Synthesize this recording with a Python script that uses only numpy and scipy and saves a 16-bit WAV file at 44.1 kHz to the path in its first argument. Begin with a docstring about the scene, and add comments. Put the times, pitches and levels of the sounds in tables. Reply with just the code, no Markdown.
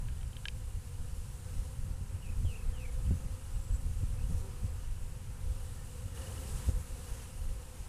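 """Hard clicks snap close by in the first half second, over hiss and rumbling wind outdoors.
Honey bees hover at a hive entrance: many drifting wingbeat harmonics blur into a hum near 500 Hz.
The wind is coloured noise under a gust curve, with short thumps on the microphone; the hiss is
random spectra fluttering with the wings. A far trill ticks near 3 kHz as tone bursts, and birds
warble faintly as gliding sines; the clicks are sums of decaying modes."""
import sys
import numpy as np
from scipy import signal
from scipy.fft import rfft, irfft, next_fast_len
from scipy.io import wavfile
from scipy.ndimage import uniform_filter1d

SR = 44100
rng = np.random.default_rng(int(sys.argv[2]) if len(sys.argv) > 2 else 0)


def generate_wav(sig):
    """Save sig (samples, or channels by samples) to the path in sys.argv[1] as 16-bit PCM at SR."""
    pcm = np.round(np.clip(np.atleast_2d(sig).T, -1, 1) * 32767).astype(np.int16)
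    wavfile.write(sys.argv[1], SR, pcm)


N = 347544  # samples


def amp(db):
    """Decibel law: 20 dB is a factor of ten in amplitude."""
    return 10 ** (np.asarray(db) / 20)


def evened(x):
    """Normalisation to a root-mean-square of 1."""
    return x / np.sqrt(np.mean(x ** 2) + 1e-20)


def curve(rows, column):
    """Linear interpolation of one table column over time, sample by sample."""
    rows = np.asarray(rows)
    return np.interp(np.arange(N) / SR, rows[:, 0], rows[:, column])


def coloured(x, points):
    """Spectral shaping: gains drawn on a log-frequency axis, -90 dB below the lowest point."""
    f, db = np.transpose(points)
    size = next_fast_len(len(x))
    hz = np.fft.rfftfreq(size, 1 / SR)
    gain_db = np.interp(np.log(hz + 1), np.log(f + 1), db, -90, db[-1])
    return irfft(rfft(x, size) * amp(gain_db), size)[:len(x)]


def drift(rate_hz, count=20):
    """Superposition of random-phase sines up to rate_hz: a slow random curve of rms 1."""
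    t = np.arange(0, N + 400, 200) / SR
    f = rate_hz * np.geomspace(.05, 1, count)
    phases = rng.random((count, 1))
    sines = np.sin(2 * np.pi * (f[:, None] * t + phases)) / np.sqrt(f[:, None])
    return np.interp(np.arange(N) / SR, t, evened(sines.sum(0)))


def add(mix, s, sound):
    """Linear superposition of a sound onto the mix from s seconds on."""
    part = mix[round(s * SR):][:len(sound)]
    part += sound[:len(part)]


WINGBEAT_HZ = 252.1  # mean wingbeat of the bees


def strokes(depth, count=3):
    """Amplitude modulation: each wing stroke of the nearest bees puffs air at their beat."""
    puffs = np.zeros(N)
    for _ in range(count):
        beat_hz = WINGBEAT_HZ * (1 + .045 * drift(2.5))
        puffs += amp(5.8 * drift(6.2)) * np.cos(2 * np.pi * np.cumsum(beat_hz) / SR)
    return 1 + depth * evened(puffs)


# Swell and level steps shared by hiss, blurred trill and blurred hum:
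# t/s, treble level/dB, mid level/dB
SWELL_LEVELS = [(0, -1, 0.5), (.55, -1, -1), (1.45, 0.5, 0), (1.56, 2, 1), (2, -2, -1), (2.35, -1.5, 1),
                (2.52, 2, 0.5), (2.65, 0, 2), (3.05, 0.5, 2), (3.5, 0, 1), (4.2, 0.5, 1), (4.4, 2.5, .5),
                (4.42, 0.5, 1), (5.39, -1.5, 1), (5.41, 0.5, 1), (5.7, 1.5, 1), (6.14, 1.5, 0.5),
                (6.155, 5.5, 5), (6.7, 7, 7), (6.715, 3, 3.5), (6.9, 4, 2), (7.24, 4.5, 5),
                (7.26, 1.5, 1.5), (7.88, 1, 1.5)]


def hiss(points, level_db, column, patchy_db, flicker_db, flutter):
    """Random short-time spectra with soft drifting patches, a shared flicker and wing flutter."""
    frames = N // 256 + 5
    a, b, patches = rng.standard_normal((frames, 513, 3)).T
    patches = evened(uniform_filter1d(uniform_filter1d(patches, 20, 0), 14, 1))  # frequency, then time
    flicker = evened(uniform_filter1d(rng.standard_normal(frames), 5))
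    spectra = (a + 1j * b) * amp(patchy_db * patches + flicker_db * flicker)
    noise = signal.istft(spectra, nperseg=1024, noverlap=768)[1][:N] * strokes(flutter)
    return amp(level_db + curve(SWELL_LEVELS, column)) * evened(coloured(noise, points))


# Spectral shape of the high hiss: f/Hz, relative level/dB per Hz
HISS_SPECTRUM = [(1500, -35), (2500, -11), (4100, -7.5), (5500, -6.5), (7000, -4), (8000, -1.5),
                 (10200, -2.5), (11200, -6.5), (12500, -10.5), (16000, -18.5)]
# Spectral shape of the far swarm and distant air: f/Hz, relative level/dB per Hz
WASH_SPECTRUM = [(150, -2), (260, -16), (310, 1.5), (420, 2.5), (620, -5), (780, -1.5), (1000, 0.5),
                 (1150, -5), (1350, -3.5), (1600, -4.5), (2100, -7.5), (2700, -7), (3600, -14.5),
                 (5500, -25.5)]


def air():
    """Broadband noise in two layers, a high hiss and the wash of far swarm and distant air."""
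    high = hiss(HISS_SPECTRUM, -59.5, column=1, patchy_db=0.67, flicker_db=0.52, flutter=0.11)
    wash = hiss(WASH_SPECTRUM, -62, column=2, patchy_db=1.0, flicker_db=0.04, flutter=0.083)
    return high + wash


# Breeze between the gusts: t/s, deep level/dB, upper level/dB
BREEZE_LEVELS = [(0, -44, -43), (.9, -53, -45.5), (1.5, -46, -44.5), (2.1, -47.5, -44), (2.8, -40, -43.5),
                 (3.4, -45.5, -45.5), (4.0, -52, -45), (4.7, -38.5, -45), (5.3, -46.5, -44),
                 (6.0, -54, -44.5), (6.3, -58, -41.5), (6.6, -51, -41), (7.0, -54, -44.5),
                 (7.88, -50, -49.5)]
# Gusts: peak t/s, deep level/dB, upper level/dB, half-width/s (a lone gust's amplitude falls to 1/e)
GUST_BELLS = [(.03, -37.5, -42, 0.16), (.25, -40.5, -47, 0.11), (.57, -40, -46, 0.12),
              (.68, -41, -55, 0.022), (.77, -38, -44.5, 0.035), (1.02, -36.5, -43.5, 0.041),
              (1.12, -41, -45.5, 0.21), (1.59, -35, -42.5, 0.06), (1.86, -36.5, -38.5, 0.1),
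              (2.018, -53, -35.5, 0.026), (2.15, -50, -40, 0.031), (2.289, -30, -35.5, 0.032),
              (2.43, -33.5, -35.5, 0.081), (2.681, -31, -38, 0.023), (2.98, -34, -48, 0.086),
              (3.108, -38, -27, 0.054), (3.26, -32.5, -36, 0.015), (3.33, -35, -41.5, 0.027),
              (3.57, -34.5, -40.5, 0.051), (3.73, -31.5, -39, 0.06), (3.86, -32, -33.5, 0.029),
              (4.0, -35, -39.5, 0.18), (4.24, -29.5, -38.5, 0.078), (4.32, -46, -34.5, 0.036),
              (4.37, -34, -44, 0.074), (4.65, -47, -34.5, 0.024), (4.9, -33.5, -48, 0.043),
              (5.06, -33, -54, 0.044), (5.5, -34.5, -46, 0.082), (5.7, -41.5, -62, 0.23),
              (6.06, -39, -40, 0.015), (6.54, -35.5, -44, 0.03), (6.69, -32, -30.5, 0.016),
              (6.765, -31, -39, 0.024), (6.93, -39.5, -53, 0.02), (7.13, -35.5, -57, 0.039),
              (7.48, -34.5, -49.5, 0.11), (7.81, -36, -46, 0.016)]


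def blowing(column):
    """Power summation of the breeze and bell-shaped gusts gives the strength of the wind."""
    t = np.arange(0, N + 100, 100) / SR
    gusts = np.zeros(len(t))
    for row in GUST_BELLS:
        gusts += amp(2 * row[column]) * np.exp(-2 * ((t - row[0]) / row[3]) ** 2)
    breeze = amp(2 * curve(BREEZE_LEVELS, column))
    return np.sqrt(breeze + np.interp(np.arange(N) / SR, t, gusts))


def gusty(points, column, span, steadiness):
    """Envelope control: noise whose own lumps are partly evened out, so that the gust curve leads."""
    x = evened(coloured(rng.standard_normal(N), points))
    width = round(span * SR)
    power = uniform_filter1d(uniform_filter1d(x ** 2, width), width)
    return evened(x / (abs(power) + 0.065) ** (steadiness / 2)) * blowing(column)


# Spectral shape of the deep rumble: f/Hz, relative level/dB per Hz
DEEP_SPECTRUM = [(7.1, -7), (12, 0), (32, 5), (90, -8), (120, -38), (200, -120)]
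# Spectral shape of the upper flutter: f/Hz, relative level/dB per Hz
UPPER_SPECTRUM = [(35, 0.5), (60, 1.5), (80, 5), (110, -1), (160, -10.5), (230, -18.5), (320, -35),
                  (500, -53), (900, -83)]
# Thumps: t/s, peak level/dB, delay until the spring back/s, sharpness/dB (added above 400 Hz)
WIND_THUMPS = [(1.882, -31, 0.0043, -28), (2.012, -34, 0.0039, -28), (2.449, -26.5, 0.0047, -16),
               (3.11, -18.5, 0.0067, -23.5), (3.872, -40, 0.004, -20), (4.033, -25.5, 0.0054, -27),
               (4.137, -34.5, .005, -23), (4.3, -32, 0.01, -24), (4.634, -45, 0.0063, -24),
               (6.058, -38, 0.0072, -20), (6.689, -19.5, 0.0063, -20)]
# Spectral filter of a thump before its sharpness: f/Hz, gain/dB
THUMP_FILTER = [(50, 10), (110, 12.5), (200, -4), (300, -10), (500, 3.5), (900, -7.5), (1500, -34),
                (2500, -70)]


def wind():
    """Turbulent pressure on the microphone: a deep lumpy rumble, an upper flutter and short thumps."""
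    out = gusty(DEEP_SPECTRUM, column=1, span=0.062, steadiness=0.34)
    out += gusty(UPPER_SPECTRUM, column=2, span=0.13, steadiness=0.34)
    for s, db, length, sharp_db in WIND_THUMPS:
        push = np.zeros(4000)
        # the membrane is pushed in and springs back
        push[[2000, 2000 + round(length * SR)]] = 1, -.8
        points = [(hz, tilt_db + sharp_db * (hz > 400)) for hz, tilt_db in THUMP_FILTER]
        thump = coloured(push, points)
        add(out, s - 2000 / SR, amp(db) * thump / abs(thump).max())
    return out


def whistle(hz, db):
    """Phase integration of a pitch curve gives a tone, here with a fluttering level."""
    chance = rng.standard_normal(len(hz))
    flutter_db = 1.5 * evened(uniform_filter1d(uniform_filter1d(chance, 150), 150))
    tone = np.sin(2 * np.pi * np.cumsum(hz) / SR)
    return amp(db + flutter_db) * tone * signal.windows.tukey(len(hz), .1)


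# Falling calls: start t/s, break t/s, end t/s, start f/Hz, break f/Hz,
# middle f/Hz of the first steps, start level/dB, break level/dB
FALLING_CALLS = [(2.218, 2.282, 2.345, 3050, 2480, 2400, -60, -64),
                 (2.446, 2.549, 2.635, 3400, 2560, 2560, -62, -57.5),
                 (2.725, 2.843, 2.915, 3350, 2480, 2150, -67, -57)]
# Faint whistles: start t/s, length/s, start f/Hz, end f/Hz, middle level/dB,
# warble depth f/Hz, warble rate f/Hz
FAR_WHISTLES = [(3.535, .03, 7800, 8000, -65, 30, 42), (3.592, 0.098, 7500, 7800, -62, 138.9, 34),
                (3.7, .075, 7700, 7950, -60, 40, 33), (3.743, .022, 7000, 7900, -56.5, 30, 36),
                (4.012, .035, 7050, 7950, -64, 30, 40), (4.18, 0.089, 2470, 2930, -66, 120, 37),
                (5.78, .07, 1800, 1810, -65.5, 30, 25), (6.138, .17, 1883, 1804, -61, 118.8, 46)]
# the glide: exponent of its bend, warble depth before smoothing, warble rate
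SAG, WARBLE_HZ, WARBLE_PER_S = 1.3, 135, 100
# steps after the break, loud on the high side; depths before smoothing
STEP_HZ, STEPS_PER_S, STEP_DB = 240, 30, 5.5
# the steps sink and fade; the skew makes each rise faster than it falls
SINK_HZ_PER_S, FADE_DB_PER_S, STEP_SKEW = 2200, 150, .75


def birds():
    """Frequency modulation: calls fall, warble and end in steps, whistles glide; an echo blurs them."""
    out = np.zeros(N)
    for s, cut, end, from_hz, cut_hz, steps_hz, start_db, cut_db in FALLING_CALLS:
        t = np.arange(s, end, 1 / SR)
        left = np.clip((cut - t) / (cut - s), 0, 1)  # share of the glide still to come
        late = np.maximum(t - cut, 0)  # seconds since the break
        warble = WARBLE_HZ * np.sin(2 * np.pi * WARBLE_PER_S * t)
        glide = cut_hz + (from_hz - cut_hz) * left ** SAG + warble
        steps = -np.cos(2 * np.pi * (STEPS_PER_S * late % 1) ** STEP_SKEW) * (late > 0)
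        hz = np.where(late > 0, steps_hz - SINK_HZ_PER_S * late + STEP_HZ * steps, glide)
        db = cut_db + (start_db - cut_db) * left - FADE_DB_PER_S * late + STEP_DB * steps
        add(out, s, whistle(uniform_filter1d(hz, size=120), uniform_filter1d(db, size=120)))
    for s, length, from_hz, to_hz, db, depth, rate in FAR_WHISTLES:
        t = np.arange(0, length, 1 / SR)
        hz = from_hz + (to_hz - from_hz) * t / length + depth * np.sin(2 * np.pi * rate * t)
        add(out, s, whistle(hz, db - 3.5 * abs(2 * t / length - 1)))  # softer at both ends
    # noise that decays by 60 dB in 46 ms
    echo = rng.standard_normal(6000) * amp(-60 * np.arange(6000) / SR / 0.046)
    return out + amp(-8.0) * signal.oaconvolve(out, echo / np.linalg.norm(echo))[:N]


def tick(hz, length=0.0026):
    """Gaussian tone burst: a bell envelope gives a short soft tick."""
    t = np.arange(800) / SR
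    return np.sin(2 * np.pi * hz * t) * np.exp(-((t - 1.8 * length) / length) ** 2)


# Ticks that stand out: t/s (during the soft rise), envelope peak level/dB, f/Hz
NEAR_TICKS = [(3.0644, -56.5, 3000), (3.245, -58.5, 2780), (3.3967, -59, 2860), (3.4521, -58.5, 2900),
              (3.5593, -57, 2830), (4.7975, -61, 2920), (4.8489, -57.5, 2950), (4.9641, -62.5, 2970),
              (6.0821, -58.5, 2910), (6.13, -60.5, 2850), (6.1734, -48, 2890), (6.2193, -50, 2890),
              (6.271, -48, 2930), (6.3225, -50, 2970), (6.3779, -48.5, 2920), (6.4338, -52.5, 3000),
              (6.4714, -60.5, 2700), (7.2045, -57, 2740), (7.2734, -61.5, 2930)]
# Blurred far trill: t/s, level/dB under the swell
CHORUS_LEVELS = [(0, -73), (.6, -74.5), (1.8, -77), (2.3, -74), (2.6, -87), (3.3, -76), (4.0, -79),
                 (4.5, -81), (5.1, -75), (5.5, -79), (6.0, -72.5), (6.7, -84), (7.0, -75), (7.4, -70.5),
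                 (7.88, -83)]
TRILL_PER_S, TRILL_HZ = 17, 2847  # tick rate and pitch, scaled for each voice


def trill():
    """Pulse trains of frogs or insects, about 17 ticks a second: near ones stand out, the rest blur."""
    out, far = np.zeros((2, N))
    for s, db, hz in NEAR_TICKS:
        add(out, s - .003, amp(db) * tick(hz))
    for voice in (.96, 1.0, 1.03, 1.06):
        rate = TRILL_PER_S * voice * (1 + .15 * drift(3.0))
        turns = np.cumsum(rate) / SR + rng.random()
        beats = np.diff(np.floor(turns), prepend=0)  # one pulse a turn
        far += signal.oaconvolve(beats * amp(1.1 * drift(9.3)), tick(TRILL_HZ * voice))[:N]
    return out + amp(curve(CHORUS_LEVELS, 1) + curve(SWELL_LEVELS, 1)) * evened(far)


# Hard clicks: t/s, peak level/dB, low ring level/dB, body ring level/dB (near 2.5 kHz), brightness/dB
HARD_CLICKS = [(0.085, -43.5, 3.5, 4, -11), (.2117, -52, -12, -6, -10), (.231, -48, -12, 5, 0),
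               (0.3305, -48.5, -12, -4, -4), (.3673, -38, -8, -10, -9), (0.4538, -35.5, -12, -11, 5),
               (0.4547, -25, 1.5, -4, -19), (0.4835, -23.5, -10, 4, 5)]
# Modes of the object: f/Hz, level/dB before each click's colour, 60 dB decay time/s
RING_MODES = [(1650, -2.5, .03), (2430, -6.5, 0.014), (2630, 2.5, 0.0093), (3120, 4, 0.016),
              (3400, -3, 0.008), (3720, -1.5, 0.011), (4530, -7, 0.013), (5410, -5.5, 0.0065),
              (6420, -17, 0.01), (7360, -13.5, 0.0064), (9000, -5, 0.0025)]


def clicks():
    """Modal decay: a small hard object snaps and its modes ring for a few milliseconds."""
    out, t = np.zeros(N), np.arange(2000) / SR
    chances = rng.random((len(HARD_CLICKS), len(RING_MODES)))
    for (s, db, low_db, body_db, bright_db), chance in zip(HARD_CLICKS, chances):
        colour = [low_db, body_db, body_db, 0, 0, bright_db]
        ring = np.zeros(len(t))
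        for (hz, mode_db, t60), c in zip(RING_MODES, chance):
            colour_db = np.interp(hz, [1700, 2300, 2700, 3000, 3400, 5000], colour)
            ring += amp(mode_db + colour_db - 60 * t / t60) * np.sin(2 * np.pi * (hz * t + 0.4 * c))
        ring *= np.minimum(t / 0.00053, 1)  # attack in seconds
        add(out, s, amp(db) * ring / abs(ring).max())
    return out


# Wingbeat harmonics: multiple of the wingbeat, relative level/dB
WING_HARMONICS = [(1, -5), (2, -1), (3, -12.5), (4, -19), (5, -10.5), (6, -17.5), (7, -19)]


def wings(beat_hz):
    """Harmonic series: one bee sounds at whole multiples of its wingbeat."""
    turns = np.cumsum(beat_hz) / SR + rng.random()
    return sum(amp(db) * np.cos(2 * np.pi * k * turns) for k, db in WING_HARMONICS)


# Blurred hum of the swarm: t/s, level/dB under the swell
SWARM_LEVELS = [(0, -66), (1.34, -63.5), (1.4, -63), (1.8, -63), (2.4, -64.5), (3.1, -60), (3.6, -60.5),
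                (4.0, -63), (4.4, -60), (4.8, -60.5), (4.9, -66.5), (5.55, -61.5), (6.1, -63), (6.2, -60),
                (6.6, -64), (7.0, -63.5), (7.55, -61.5), (7.88, -64.5)]
# Single bees passing close: start t/s, length/s, start wingbeat f/Hz, end wingbeat f/Hz,
# mid-pass bend f/Hz, share of the pass where it is nearest, gain there/dB on the wing harmonics
CLOSE_PASSES = [(1.32, 0.251, 250.3, 234, -3, 0.31, -58), (1.4, 0.448, 250, 252.2, 10, 0.38, -61),
                (1.78, .5, 208, 200, -5.5, 0.87, -67), (2.3, 0.73, 206, 228, 8, .25, -63.5),
                (2.58, 0.43, 262, 249, -4.5, 0.49, -63), (4.3, 0.31, 200, 192, -5, 0.63, -54.5),
                (6.15, 0.45, 248, 265, 4.5, .4, -58), (6.22, 0.38, 217.5, 214, 2, .3, -61),
                (6.72, .48, 250, 233, -4.5, 0.24, -64), (7.45, .35, 242, 252, 9, 0.37, -63)]
SPREAD, WANDER, HOVER_DB = .072, .02, 3.5  # half-range of beats (share), beat drift (share), level drift


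def swarm(count=22):
    """Incoherent superposition: bees at their own drifting beats and levels blur; a few pass close."""
    hum = np.zeros(N)
    for place in np.linspace(-1, 1, count):
        beat_hz = WINGBEAT_HZ * (1 + SPREAD * place + WANDER * drift(12.0))
        hum += amp(HOVER_DB * drift(9.0)) * wings(beat_hz)
    hum = amp(curve(SWARM_LEVELS, 1) + curve(SWELL_LEVELS, 1)) * evened(hum)
    for s, length, from_hz, to_hz, bend, nearest, db in CLOSE_PASSES:
        u = np.arange(0, length, 1 / SR) / length  # share of the pass
        hz = from_hz + (to_hz - from_hz) * u + bend * np.sin(np.pi * u)
        level_db = db + np.interp(u, [0, nearest, 1], [-11.5, 0, -11.5])
        jitter = drift(30.4)[:len(u)]  # unsteady flight shakes level and beat
        bee = wings(hz * (1 + 0.0089 * jitter[::-1]))
        add(hum, s, amp(level_db + 2.4 * jitter) * bee * signal.windows.tukey(len(u), .2))
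    return hum


def scene():
    """Linear superposition of all sources in one microphone."""
    return (air() + swarm() + wind() + clicks() + trill() + birds())[None]


EDGE_HZ = 15120  # upper band limit
OFFSET = -.0014  # steady offset of the converter, of full scale


def record(dry):
    """Linear-phase low-pass filtering limits the band; a small constant offset is added."""
    low_pass = signal.firwin(1023, EDGE_HZ, window=("kaiser", 9), fs=SR)
    return signal.oaconvolve(dry, low_pass[None], "same") + OFFSET


dry = scene()
out = record(dry)
generate_wav(out)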